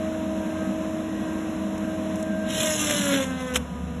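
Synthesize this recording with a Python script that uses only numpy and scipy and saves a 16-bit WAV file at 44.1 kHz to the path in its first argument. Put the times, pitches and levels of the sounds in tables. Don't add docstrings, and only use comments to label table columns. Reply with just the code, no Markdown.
import sys
import numpy as np
from scipy import signal
from scipy.fft import rfft, irfft
from scipy.io import wavfile
from scipy.ndimage import map_coordinates

SR = 44100
rng = np.random.default_rng(int(sys.argv[2]) if len(sys.argv) > 2 else 0)


def digitize_waveform(pressure):
    field = np.atleast_2d(pressure).T
    bounded = np.clip(field, -1, 1)
    quanta = np.round(bounded * 32767).astype(np.int16)
    wavfile.write(sys.argv[1], SR, quanta)


N = 176400
T = np.arange(N) / SR
FREQS = np.arange(N // 2 + 1) * SR / N

# (time [s], rasp [dB], sawdust hiss [dB], tooth knocks [dB])
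CUT_LEVELS = [(2.3, -100, -100, -70), (2.455, -56, -62, -45), (2.5, -35, -39, -44), (2.57, -34.5, -34, -42),
              (2.635, -29.5, -29.5, -40), (2.72, -35.5, -30, -35.5), (2.78, -32.5, -30, -39),
              (2.81, -29.5, -25.5, -38), (2.86, -32, -30, -37.5), (2.905, -28.5, -30, -34),
              (2.94, -31, -29.5, -36), (3.08, -31, -32, -33), (3.145, -26.5, -32, -32.5),
              (3.195, -34, -37, -34), (3.24, -36, -36, -35), (3.275, -52, -47, -40), (3.31, -60, -52, -37),
              (3.37, -57, -56, -40), (3.41, -50, -48, -35.5), (3.455, -52, -52, -40.5),
              (3.48, -54, -50, -37), (3.53, -56, -50, -40), (3.6, -58, -54, -48), (3.7, -80, -75, -60)]


def undb(db):
    return 10 ** (np.asarray(db) / 20)


def unit(x):
    return x / np.sqrt(np.mean(x ** 2))


def curve(table, column=1):
    rows = np.array(table, float)
    return np.interp(T, rows[:, 0], rows[:, column])


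def colour(x, points):
    hz, db = np.array(points, float).T
    gain = undb(np.interp(np.log(np.maximum(FREQS, 1)), np.log(hz), db))
    return unit(irfft(rfft(x) * gain, N))


def drift(rate_hz):
    lowpass = np.exp(-(FREQS / rate_hz) ** 2) * (FREQS > 0)
    return unit(irfft(rfft(rng.standard_normal(N)) * lowpass, N))


def patchy(x, depth_db, width_hz=170, rate_hz=12, top_hz=15350):
    spectrum = rfft(x)
    bands = (irfft(spectrum * np.maximum(1 - abs(FREQS / width_hz - k), 0), N)
             for k in range(int(top_hz / width_hz) + 1))
    return unit(sum(band * undb(depth_db * drift(rate_hz)) for band in bands))


def load(full_bite_db=-31):
    return np.minimum(undb(curve(CUT_LEVELS) - full_bite_db), 1)


def fibres(snaps_per_s=1800, snap_share=.6):
    snaps = (rng.random(N) < snaps_per_s / SR) * rng.choice([-1, 1], N)
    return np.sqrt(snap_share) * unit(snaps) + np.sqrt(1 - snap_share) * rng.standard_normal(N)


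def yard(direct, echo_db=-19, t60_s=.3):
    tail = colour(rng.standard_normal(N), [(1000, 16), (10000, -24)]) * undb(-60 * T / t60_s)
    return direct + undb(echo_db) * signal.fftconvolve(direct, tail / np.linalg.norm(tail))[:N]


def engine(cylinders=6, waver_db=1.5):
    # (time [s], firing rate [Hz], level [dB])
    firing = [(0, 89.4, -46), (2.6, 90.54, -47), (2.78, 89.5, -45.5), (2.95, 92.1, -50), (3.2, 90.6, -45.5),
              (3.35, 82.5, -41.5), (3.48, 74.6, -44), (3.6, 73.6, -34), (3.71, 70.6, -41.5),
              (3.85, 73.6, -35), (4, 73.65, -37)]
    # (multiple of the engine cycle, relative level [dB])
    orders = [(6, 0.5), (8, -15), (12, -9), (15, -8.5), (24, -14.5)]
    cycles = np.cumsum(curve(firing)) / SR / cylinders
    drone = sum(undb(db + waver_db * drift(10)) * np.sin(2 * np.pi * (k * cycles + rng.random()))
                for k, db in orders)
    return np.sqrt(2) * drone * undb(curve(firing, 2))


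def rush(speed, air_db=-37.5, roar_db=-31):
    # (frequency [Hz], relative level [dB])
    air_spectrum = [(30, -16), (60, 2), (300, -12.5), (355, 1), (390, -3.5), (480, 0), (620, 2), (760, -3),
                    (900, -11.5), (1000, -1.5), (1150, -8), (1400, -10), (1600, -9), (2000, -13.5),
                    (2450, -16.5), (2600, -12.5), (3100, -17.5), (4000, -20), (5500, -23.5), (7200, -20),
                    (8200, -30), (10000, -25.5), (11800, -26), (12400, -82), (14200, -35), (14800, -70)]
    # (frequency [Hz], relative level [dB])
    roar_spectrum = [(25, -53), (42, -41), (62, -22.5), (80, -22), (108, -25), (150, -18.5), (178, -8),
                     (200, 3), (226, -4.5), (262, -5), (300, -13.5), (350, -41.5), (600, -76)]
    air = colour(rng.standard_normal(N), air_spectrum) * undb(air_db + .5 * drift(3.5))
    roar = colour(rng.standard_normal(N), roar_spectrum)
    roar = map_coordinates(roar, [np.cumsum(speed ** .5)], order=1, mode="mirror")
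    return air * speed ** 2.1 + roar * undb(roar_db) * speed ** 1.95


def disc_ring(width_hz=24, idle_db=-61, against_rasp_db=-7):
    # (frequency [Hz], relative level [dB])
    modes = [(1010, -6), (1620, -3), (2580, -8), (2838, 0), (3030, 0), (3340, -2), (3485, -1), (3610, -5),
             (7280, -5)]
    response = sum(undb(db) / (1 + 2j * (FREQS - hz) / width_hz) for hz, db in modes)
    drive = rng.standard_normal(N) * (undb(idle_db) + undb(against_rasp_db + curve(CUT_LEVELS)))
    return irfft(rfft(drive) * response / np.sqrt(np.mean(abs(response) ** 2)), N)


def whine(teeth, speed, shudder_cycles=.02, shudder_db=1.3, shudder_hz=40):
    # (time [s], fundamental [dB], octave [dB])
    levels = [(0, -33.5, -33.5), (.5, -32.5, -35.5), (.98, -32, -35.5), (1.13, -32, -41.5),
              (1.43, -31.5, -43), (1.52, -32.5, -39.5), (1.7, -33.5, -39), (2.1, -33, -34),
              (2.45, -35.5, -32.5), (2.54, -39, -35.5), (2.6, -37, -30.5), (2.68, -40, -28),
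              (2.75, -36.5, -29.5), (2.8, -33.5, -47), (2.84, -30, -44), (2.885, -34.5, -31),
              (2.97, -37, -30.5), (3.01, -34.5, -41), (3.045, -31, -31), (3.1, -28, -25.5),
              (3.15, -24.5, -30), (3.22, -31, -25.5), (3.25, -36, -39), (3.32, -29, -40.5),
              (3.39, -35.5, -48), (3.42, -34, -34.5), (3.49, -35, -35.5), (3.56, -32.5, -35),
              (3.68, -40, -51), (4, -37.5, -44)]
    # (multiple of the tooth rate, level [dB])
    overtones = [(3, -59.5), (4, -57.5), (5, -56), (6, -64)]
    phase = teeth + shudder_cycles * load() * drift(shudder_hz)
    tone = lambda k: np.sqrt(2) * np.sin(2 * np.pi * (k * phase + rng.random()))
    waver_db = lambda: .8 * drift(48) + shudder_db * load() * drift(shudder_hz)
    low = sum(tone(k) * undb(curve(levels, k) + waver_db()) for k in (1, 2))
    high = sum(tone(k) * undb(db + 6.5 * drift(3.1)) for k, db in overtones)
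    return low + high * speed ** 2


def cut(teeth, rub_jitter_cycles=.007, bite_jitter_cycles=.016, scatter_db=2.1, likeness=.45):
    # (frequency [Hz], relative level [dB])
    knock_spectrum = [(300, -40), (560, -16), (750, -5), (890, -17), (1030, 0), (1280, -5), (1560, -1.5),
                      (1800, -6), (2050, -5), (2350, -13), (2570, -14), (2820, -10), (3090, -16),
                      (3350, -11), (3850, -17), (6000, -23), (11000, -34), (13000, -60)]
    # (frequency [Hz], relative level [dB])
    rasp_spectrum = [(50, -20), (130, 12), (300, 1), (600, 0), (900, -10), (1300, -11), (1620, -1.5),
                     (1850, -2), (2450, -3), (2900, 2.5), (3200, 3), (3500, 3), (4300, -3.5), (5200, -39),
                     (9000, -67)]
    # (frequency [Hz], relative level [dB])
    sawdust_spectrum = [(2500, -64), (4300, -14), (5300, -4), (6400, 2), (7350, 3), (8000, -4),
                        (9500, -7.5), (10500, 2), (11800, -7), (12300, -14), (15000, -33)]
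    phase = teeth + (rub_jitter_cycles + bite_jitter_cycles * load()) * drift(150) + 1
    tooth = np.floor(phase).astype(int)
    bite = undb(scatter_db * load() * rng.standard_normal(N // 100)[tooth])
    strikes = np.diff(tooth, prepend=tooth[0]) * bite
    knocks = colour(patchy(strikes, depth_db=3.2), knock_spectrum) * undb(curve(CUT_LEVELS, 3))
    puffs = fibres() * np.exp(.5 * np.cos(2 * np.pi * phase)) * bite * undb(.8 * drift(20))
    puffs = sum(likeness ** k * np.interp(teeth - k, teeth, puffs) for k in range(4))
    puffs = patchy(puffs, depth_db=2.8)
    rasp = colour(puffs, rasp_spectrum) * undb(curve(CUT_LEVELS))
    sawdust = colour(puffs, sawdust_spectrum) * undb(curve(CUT_LEVELS, 2))
    return rasp + sawdust + knocks


def burst(at_s, rise_s, decay_s):
    return np.exp(-np.maximum((at_s - T) / rise_s, (T - at_s) / decay_s))


def cracks(body_below_hz=4300, thud_db=-31):
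    # (time [s], level [dB], rise [s], decay [s], body gain [dB])
    breaks = [(1.78, -40, .001, .005, -12), (2.158, -35.5, .0012, .003, -10), (2.2, -46, .025, .017, -10),
              (2.227, -31.5, .00056, .0029, -10), (2.632, -31, .004, .009, -1),
              (2.898, -20, .00083, .0018, 0), (2.909, -21.5, .001, .0036, 0), (3.539, -30, .0004, .0015, 0),
              (3.547, -28, .003, .006, -2), (3.5588, -16, .002, .004, 1.5), (3.563, -20.5, .0006, .005, 0),
              (3.571, -29, .001, .004, -2)]
    # (frequency [Hz], relative level [dB])
    snap_spectrum = [(50, -20), (150, -7), (500, 8), (1300, 9), (2200, 9), (3000, 13), (4000, 7), (6000, 7),
                     (7500, 8), (10500, 5), (12000, 1), (13000, -13), (15000, -34)]
    # (frequency [Hz], relative level [dB])
    thud_spectrum = [(50, -20), (170, -6), (300, -11), (500, -6), (900, -26), (2000, -79)]
    snap = colour(fibres(), snap_spectrum)
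    body = signal.sosfiltfilt(signal.butter(4, body_below_hz, fs=SR, output="sos"), snap)
    edge = snap - body
    splinters = sum((edge + undb(body_db) * body) * undb(db) * burst(at, rise, decay)
                    for at, db, rise, decay, body_db in breaks)
    thud = colour(rng.standard_normal(N), thud_spectrum) * undb(thud_db)
    return splinters + thud * burst(at_s=3.564, rise_s=.007, decay_s=.009)


def scene():
    # (time [s], tooth-passing rate [Hz])
    tooth_rate = [(0, 316.7), (2.5, 317.1), (2.67, 312.5), (2.83, 303.3), (3.0, 289.8), (3.1, 280.3),
                  (3.23, 265.5), (3.32, 259.3), (3.46, 254.6), (3.58, 250.5), (3.7, 246), (4, 244)]
    tooth_hz = curve(tooth_rate)
    teeth = np.cumsum(tooth_hz * (1 + .00067 * drift(5.8))) / SR
    speed = tooth_hz / tooth_hz[0]
    machine = whine(teeth, speed) + rush(speed) + engine()
    felling = cut(teeth) + disc_ring() + cracks()
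    return (machine + yard(felling))[None]


def record(dry, notch_db=-31.5, top_hz=15350):
    notch = lambda hz, half_width_hz: np.exp(-((FREQS - hz) / half_width_hz) ** 4)
    gain = undb(notch_db * (notch(4680, 413) + notch(8820, 440)))
    notched = irfft(rfft(dry) * gain, N)
    return signal.sosfilt(signal.ellip(8, .2, 70, top_hz, fs=SR, output="sos"), notched)


dry = scene()
out = record(dry)
digitize_waveform(out)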